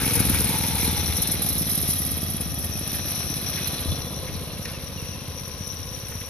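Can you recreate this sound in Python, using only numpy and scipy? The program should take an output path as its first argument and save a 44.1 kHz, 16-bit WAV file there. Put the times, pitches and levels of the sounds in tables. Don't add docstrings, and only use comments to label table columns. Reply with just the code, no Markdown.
import sys
import numpy as np
from scipy import signal
from scipy.fft import rfft, irfft, next_fast_len
from scipy.io import wavfile
from scipy.ndimage import uniform_filter1d

SR = 44100
rng = np.random.default_rng(int(sys.argv[2]) if len(sys.argv) > 2 else 0)


def waveform_to_disk(signal):
    frames = np.transpose(np.atleast_2d(signal))
    scaled = np.clip(frames, -1, 1) * 32767
    samples = np.round(scaled).astype(np.int16)
    wavfile.write(sys.argv[1], SR, samples)


N = 277461
TIME = np.arange(N) / SR

# time in seconds, firings per second.
ENGINE_SPEED = [(0.0, 22.5), (0.2, 21.0), (0.4, 20.7), (0.8, 20.78), (1.0, 19.5), (1.15, 19.2),
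                (1.35, 19.11), (1.6, 18.22), (2.0, 17.65), (2.4, 17.22), (2.8, 17.0), (3.15, 15.85),
                (3.5, 16.51), (3.9, 15.86), (4.3, 16.44), (4.7, 16.67), (5.0, 15.69), (5.25, 15.38),
                (5.55, 15.34), (5.85, 16.7), (6.29, 17.03)]
# time in seconds,
# view (0 near and side-on, 1 from behind, 2 far and turning).
BIKE_VIEW = [(0, 0.15), (.8, 0.2), (1.6, 1), (3.7, 1), (4.4, 1.59), (6.29, 1.9)]

# frequency in Hz, gain in dB.
WIND_COLOUR = [(15, -19), (30, -5), (50, -0.5), (80, 17), (140, -3), (300, -6), (800, -53)]
# centre in seconds, bell spread in seconds, level in dB.
WIND_GUSTS = [(0.186, 0.028, -26), (.331, 0.052, -24.5), (.925, 0.12, -34), (2.21, 0.5, -43.5),
              (3.907, 0.021, -22.5), (4.346, 0.052, -35)]
# time in seconds, relative level in dB.
HISS_COURSE = [(0, -40.5), (.35, -43.5), (1.1, -36), (1.45, -41.5), (2.35, -44.5), (3.2, -37), (4.0, -41.5),
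               (4.55, -47.5), (5.6, -41.5), (6.29, -43)]
# frequency in Hz, gain in dB.
AIR_COLOUR = [(60, -6), (250, -2), (500, 11), (1000, 35), (2000, 26), (5000, 27), (9000, 8), (14500, -38)]

# frequency in Hz, gain in dB.
RUSH_COLOURS = [
    [(40, -3), (80, 20), (280, 8.5), (380, -7), (470, 13.5), (660, -19), (880, 12), (1100, -14),
     (1300, 0.5), (2200, -5.5)],
    [(40, -3), (80, 5.5), (260, 6), (360, -0.5), (570, -0.5), (780, -2), (980, -18), (1230, -2.5),
     (1500, -24), (2200, -27.5)],
    [(40, 9), (80, 21), (130, 13), (270, 12), (330, -1), (520, 17), (780, -9.5), (1030, 11.5), (1350, -18),
     (2200, -23)],
]
# frequency in Hz, gain in dB.
CLATTER_COLOUR = [(700, -1), (1000, 1), (1270, -2.5), (1550, -1.5), (2000, -4), (3000, -3.5), (4100, 1.5),
                  (4600, -7), (5200, -5), (6000, -21), (7500, -5), (9500, -10)]
# time in seconds, level in dB.
CLATTER_COURSE = [(0, -30.5), (.7, -32.5), (1.17, -33.5), (1.55, -36.5), (1.9, -36), (2.55, -40.5),
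                  (3.17, -34), (3.35, -37), (3.65, -33), (4.1, -40.5), (6.29, -42.5)]
# frequency in Hz when loudest, drift in Hz per second,
# resonance width in Hz, gain in dB, loudest moment in seconds, bell spread in seconds.
CASING_RINGS = [(474, -0.5, 90, -7, 0.11, 0.36), (865, -93.5, 200, -3.5, .72, 0.26),
                (1390, -58.5, 800, -7.5, 0.095, 0.4), (1880, -150, 180, -16.5, 2.4, 1),
                (2270, -38.5, 600, -9, .3, 1), (2540, -22.5, 150, -16, 2.9, 0.7),
                (3310, 173.5, 210, -10.5, 2.3, 0.51), (3470, -31, 180, -9.5, 3.9, 0.45),
                (3550, -1, 320, -9, 1.15, 0.61), (4040, -61.5, 380, -5.5, 1.4, 0.83),
                (4060, 48, 340, -6.5, 3.8, 0.71)]

# frequency in Hz, gain in dB.
CHAIN_COLOURS = [
    [(2500, -44), (5000, -10), (7000, 3.5), (10200, -0.5), (11500, -2), (14500, 14.5)],
    [(2500, -53), (5000, 3), (7000, -3), (10200, 0.5), (11500, 7), (14500, 3)],
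    [(2500, -12), (5000, -53), (7000, 10), (10200, -3.5), (11500, 2), (14500, 6)],
]
# time in seconds, level in dB.
JINGLE_COURSE = [(0, -23.5), (.5, -24.5), (.95, -28.5), (1.25, -33.5), (1.9, -28.5), (2.15, -32.5),
                 (2.5, -36), (2.75, -36.5), (2.95, -33), (3.65, -36.5), (4.15, -44.5), (5.1, -47.5),
                 (6.29, -42.5)]
# start in seconds, relative strength in dB, left minus right in dB.
CHAIN_SLAPS = [(0.133, 4, 12), (.152, 6.5, 5), (0.2, 5, 2), (0.294, 8, 4), (0.68, -5, -9), (0.834, 2, -5),
               (0.844, 4, 0), (1.166, 3.5, 4), (1.218, 6.5, 2), (1.271, 3, 4), (1.315, 4.5, 3),
               (1.418, 3.5, -4), (1.459, 0, 3), (1.486, 4, -1), (1.526, 0, -4), (1.577, 1, -5),
               (1.693, 2, -6), (1.75, 0, -8), (1.774, 2, 0), (1.812, 0.5, -7), (1.879, 0, 3), (1.902, 3, 3),
               (1.932, -1, 2), (1.988, 1, 6), (2.174, -4.5, -5), (2.299, -2, 0), (2.407, -1, 5),
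               (2.54, -5, 3), (2.586, -3, 2), (2.947, -3.5, -5), (3.151, -6, 5), (3.188, -8, 4),
               (3.365, -6, 2), (3.671, -2, -11), (3.809, -10, -9)]

# frequency in Hz, width in Hz, gain in dB.
MUFFLER_RINGS = [(262, 16, -2), (268, 80, 1.5), (475, 70, -1.5)]
# share of the cycle, ring in Hz at the start and end of the ride,
# resonance width in Hz at the start and end, edge of the rounded front in Hz.
EXHAUST_PULSE = (0.006, (205, 106), (185, 140), 560)
INTAKE_PULSE = (.312, (106, 78), (190, 62), 560)
# time in seconds, dB against a usual firing.
ODD_FIRINGS = [(.02, -9), (.16, -12), (.208, 6), (.303, 5), (.592, -12), (.785, -12), (.834, 3), (.885, 4),
               (.98, -9), (1.137, -9), (1.243, -7), (1.616, 4), (1.78, 4), (1.892, 5), (2.003, 3),
               (2.235, 4), (2.35, 4), (3.862, 4), (3.922, 4), (5.03, 3), (5.61, 4)]
# centre in seconds, bell spread in seconds,
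# gain of the thumps in dB, gain of the rush in dB.
EXHAUST_FACING = (3.82, 0.57, 1.3, 3.6)
# frequency in Hz, width in Hz, gain in dB.
VALVE_COVER_RINGS = [(3840, 72, 1), (5650, 34, 17), (5790, 73, 12)]

# centre in seconds, level in dB, bell spread in seconds, centre in Hz.
SCUFFS = [(3.585, -37.5, .013, 1900), (4.285, -40, .013, 2100), (4.355, -41.5, .006, 4100),
          (4.656, -31, .0025, 5500), (4.657, -37.5, .003, 2000), (4.685, -41, .022, 1850),
          (4.685, -44, .02, 3600), (6.123, -38.5, .004, 800), (6.14, -47.5, .022, 600),
          (6.218, -41.5, .005, 2300)]
# start in seconds, length in seconds, start in Hz, end in Hz, level in dB.
BIRD_WHISTLES = [(4.46, .1, 3000, 2550, -47.5), (4.71, .09, 2880, 2450, -47.5),
                 (4.95, .085, 3000, 2550, -46.5), (5.07, .11, 2930, 2600, -49)]

# frequency in Hz, gain in dB.
LEFT_PORT = [(1200, -3), (2500, 1.6), (4000, 1.4), (5850, 5), (6450, -1), (7100, -5), (7600, -29),
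             (8200, -3.5), (8800, -0.5), (10200, 13), (11200, 6), (12400, -12), (14600, -7.5)]
# frequency in Hz, gain in dB.
RIGHT_PORT = [(1200, -3.5), (2500, 4.5), (4200, 0.04), (5200, -0.7), (6800, -2), (8200, -58), (9500, -1),
              (11200, 9), (12600, 1), (14600, -4)]


def undb(db):
    return 10 ** (np.asarray(db) / 20)


def unit(x):
    return x / np.sqrt(np.mean(x ** 2))


def curves(table):
    s, *columns = np.transpose(table)
    return [np.interp(TIME, s, c) for c in columns]


def shape(x, response):
    size = next_fast_len(N + SR)
    f = np.arange(size // 2 + 1) * SR / size
    return irfft(rfft(x, size) * response(f), size)[..., :N]


def colour(x, points):
    hz, db = np.transpose(points)
    return shape(x, lambda f: undb(np.interp(np.log(f + 1), np.log(hz), db)))


def resonance(f, hz, width_hz):
    return 1j * f * width_hz / (hz ** 2 - f ** 2 + 1j * f * width_hz)


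def ring(x, hz, width_hz):
    return shape(x, lambda f: resonance(f, hz, width_hz))


def ring_twice(x, hz, width_hz):
    return unit(ring(ring(x, hz, width_hz), hz, width_hz))


def walk(rate):
    k = int(SR / rate)
    held = np.repeat(rng.standard_normal(N // k + 1), k)
    return unit(uniform_filter1d(held, k)[:N])


def pan(db):
    return undb(np.array([[1], [-1]]) * db / 2)


def noise(width):
    mid, side = rng.standard_normal((2, N))
    return unit(mid + width * side * np.array([[1], [-1]]))


def strikes(at, sizes):
    return np.bincount(np.clip(at, 0, N - 1).astype(int), sizes, N)


def fade(x, seconds):
    return signal.lfilter([1], [1, -np.exp(-1 / (seconds * SR))], x)


def swell(s, spread_s):
    return np.exp(-((TIME - s) / spread_s) ** 2 / 2)


def drifting(x, hz_per_s, s):
    analytic = signal.hilbert(x, next_fast_len(N))[..., :N]
    return np.real(analytic * np.exp(1j * np.pi * hz_per_s * (TIME - s) ** 2))


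def views():
    view = curves(BIKE_VIEW)[0]
    return [np.clip(1 - abs(view - k), 0, 1) for k in range(len(RUSH_COLOURS))]


def turning(x, spectra):
    return sum(np.sqrt(seen) * unit(colour(x, points)) for seen, points in zip(views(), spectra))


def receding(near_db, loss_db, near_m=2.7, away_m_per_s=4.8, closest_s=.08):
    distance_m = np.hypot(near_m, away_m_per_s * (TIME - closest_s))
    return near_db - loss_db * np.log2(distance_m / near_m)


def each_cycle(cycle, share):
    return np.searchsorted(cycle, np.arange(1, int(cycle[-1])) + share)


def wind(breeze_db=-31.5, fall_db_per_s=1.43, pan_db=3):
    strength = undb(breeze_db - fall_db_per_s * TIME)
    strength = strength + sum(undb(db) * swell(s, spread_s) for s, spread_s, db in WIND_GUSTS)
    return unit(colour(noise(width=0.57), WIND_COLOUR)) * strength * pan(pan_db)


def hiss(offset_db=-8, flutter_db=2.4, hz=5770, width_hz=380, pan_db=15):
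    level_db = curves(HISS_COURSE)[0] + offset_db + flutter_db * walk(45)
    return ring_twice(noise(width=0.11), hz, width_hz) * undb(level_db) * pan(pan_db)


def still_air(level_db=-50.0):
    return unit(colour(noise(width=0.49), AIR_COLOUR)) * undb(level_db)


def rush(cycle, burst=1.0, burst_cycles=.09, intake_burst=.6):
    turn = cycle % 1
    exhaust = np.exp(-turn / burst_cycles)
    intake = np.exp(-((turn - .46) / .09) ** 2)
    gas = noise(width=0.28) * (1 + burst * exhaust + intake_burst * intake)
    return turning(gas, RUSH_COLOURS)


def clatter(cycle, throb=0.017, grit_db=2.0, flutter_db=2.45):
    gate = (1 + throb * np.cos(2 * np.pi * (cycle - .15))) * undb(grit_db * walk(330))
    out = unit(colour(noise(width=0.53) * gate, CLATTER_COLOUR))
    for hz, drift_hz_per_s, width_hz, db, s, spread_s in CASING_RINGS:
        tone = ring_twice(noise(width=0.1) * gate, hz, width_hz)
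        level = swell(s, spread_s) * undb(db + flutter_db * walk(60))
        out = out + drifting(tone, drift_hz_per_s, s) * level
    return unit(out)


def link_pings(count=5000, size=700, low_hz=8500, high_hz=14500, decay_s=.004, range_db=14, pan_db=9):
    out, t = np.zeros((2, N + size)), TIME[:size]
    for when, pitch, strength, side in rng.random((count, 4)):
        hz = low_hz + (high_hz - low_hz) * pitch
        ping = np.sin(2 * np.pi * hz * t) * np.exp(-t / decay_s) * undb(-range_db * strength)
        at = int(when * N)
        out[:, at:at + size] += ping * pan(pan_db * (2 * side - 1))
    return unit(out[:, :N])


def chain(shakes_per_s=150, shake_s=.007, scatter_db=2.0, link_db=1.7, roll=1.6, clink=.5):
    chance, size = rng.random(N), rng.standard_normal(N)
    shakes = (chance < shakes_per_s / SR) * undb(scatter_db * np.clip(size, -2, 1))
    jingle = (roll + fade(shakes, shake_s)) * undb(link_db * walk(620))
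    jingle /= np.sqrt(uniform_filter1d(jingle ** 2, SR // 5))
    return turning((noise(width=0.55) + clink * link_pings()) * jingle, CHAIN_COLOURS)


def jingle_level(cycle, bump_db=.8, bumps_per_s=14, snatch_db=.9, snatch_share=.08):
    bumps = bump_db * walk(bumps_per_s)
    snatch = snatch_db * np.cos(2 * np.pi * (cycle - snatch_share))
    return undb(curves(JINGLE_COURSE)[0] + bumps + snatch)


def knocks(cycle, share, modes, scatter_db):
    at = each_cycle(cycle, share)
    blows = strikes(at, undb(scatter_db * np.clip(rng.standard_normal(len(at)), -2, 1.5)))
    return unit(sum(undb(db) * unit(ring(blows, hz, width_hz)) for hz, width_hz, db in modes))


def stroke(cycle, kind, odd=(), size=4096, scatter_db=.8, pitch_scatter=.04, jitter_s=.0002):
    share, ring_hz, width_hz, edge_hz = kind
    f = np.arange(size // 2 + 1) * SR / size
    out = np.zeros(N + size)
    for at in each_cycle(cycle, share):
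        strength, pitch, late = np.clip(rng.standard_normal(3), -1.6, 1.6)
        odd_db = sum(db for s, db in odd if abs(s - at / SR) < .02)
        hz = np.interp(at, [0, N], ring_hz) * np.exp(pitch_scatter * pitch)
        pipe = resonance(f, hz, np.interp(at, [0, N], width_hz))
        puff = irfft((pipe / (1 + 1j * f / edge_hz)) ** 2)
        at += int(late * jitter_s * SR)
        out[at:at + size] += unit(puff) * undb(scatter_db * strength + odd_db)
    return unit(out[:N])


def muffler_bark(cycle, soft_hz=750):
    blows = knocks(cycle, 0, MUFFLER_RINGS, scatter_db=3)
    return unit(shape(blows, lambda f: 1 / (1 + 1j * f / soft_hz) ** 2))


def thumps(cycle):
    bark = muffler_bark(cycle) * undb(receding(-37, 3.3))
    exhaust = stroke(cycle, EXHAUST_PULSE, ODD_FIRINGS) * undb(receding(-30, 1.7))
    intake = stroke(cycle, INTAKE_PULSE) * undb(receding(-28.3, 3.8))
    return bark + exhaust + intake


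def valves(cycle, share=.6, offset_db=-13, pan_db=14):
    ticks = knocks(cycle, share, VALVE_COVER_RINGS, scatter_db=4)
    return ticks * undb(curves(HISS_COURSE)[0] + offset_db) * pan(pan_db)


def woods(x, t60_s=0.8, gap_s=0.029):
    tail = noise(width=0.25) * undb(-60 * TIME / t60_s) * np.clip(TIME / gap_s - 1, 0, 1)
    return unit(signal.fftconvolve(x[None], tail[:, :SR], axes=1)[:, :N])


def slaps(gain_db=-13.7, low_cut_hz=6500, decay_s=.007, rise_s=.003):
    s, db, pan_db = np.transpose(CHAIN_SLAPS)
    hits = np.array([strikes(s * SR, side) for side in undb(db + gain_db) * pan(pan_db)])
    envelope = fade(hits, decay_s) - fade(hits, rise_s)
    splash = turning(noise(width=0.96), CHAIN_COLOURS) * envelope
    return shape(splash, lambda f: f ** 3 / np.hypot(f ** 3, low_cut_hz ** 3))


def scuffs(width_hz=1500, wet=.45):
    grit = noise(width=0.17) * undb(2 * walk(500))
    scrapes = 0
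    for s, db, spread_s, hz in SCUFFS:
        scrapes = scrapes + ring_twice(grit, hz, width_hz) * undb(db) * swell(s, spread_s)
    return scrapes + wet * np.std(scrapes) * woods(scrapes[0])


def bird(wet=.7, waver_hz=35, flutter_db=2.5):
    song = 0
    for s, length_s, start_hz, end_hz, db in BIRD_WHISTLES:
        part = np.clip((TIME - s) / length_s, 0, 1)
        hz = start_hz + (end_hz - start_hz) * part + waver_hz * walk(120)
        level = undb(db + flutter_db * walk(70)) * np.sin(np.pi * part)
        song = song + level * np.sin(2 * np.pi * np.cumsum(hz) / SR)
    return song + wet * np.std(song) * woods(song)


def scene(start_cycles=.572, echo_db=-20):
    cycle = start_cycles + np.cumsum(curves(ENGINE_SPEED)[0]) / SR
    facing_s, facing_spread_s, thump_gain_db, rush_gain_db = EXHAUST_FACING
    facing = swell(facing_s, facing_spread_s)
    outdoors = wind() + hiss() + still_air()
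    gas = rush(cycle) * undb(receding(-30, 3.05) + rush_gain_db * facing)
    rattle = clatter(cycle) * undb(curves(CLATTER_COURSE)[0])
    jingle = chain() * jingle_level(cycle) * pan(3 * views()[0] - 1.2)
    putter = thumps(cycle)
    echo = undb(echo_db) * np.std(putter) * woods(putter)
    putts = (putter + echo) * undb(thump_gain_db * facing)
    bike = gas + rattle + jingle + putts + valves(cycle) + slaps()
    return outdoors + bike + scuffs() + bird()


def record(dry, lead_rad=1.62, knee_hz=3300, low_cut_hz=27, top_hz=14560):
    right = shape(dry[1], lambda f: np.exp(-1j * lead_rad * np.tanh(f / knee_hz)))
    heard = np.array([colour(dry[0], LEFT_PORT), colour(right, RIGHT_PORT)])
    heard = shape(heard, lambda f: f ** 4 / np.hypot(f ** 4, low_cut_hz ** 4))
    top_cut = signal.ellip(10, .2, 80, top_hz, fs=SR, output="sos")
    return signal.sosfilt(top_cut, heard)


dry = scene()
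out = record(dry)
waveform_to_disk(out)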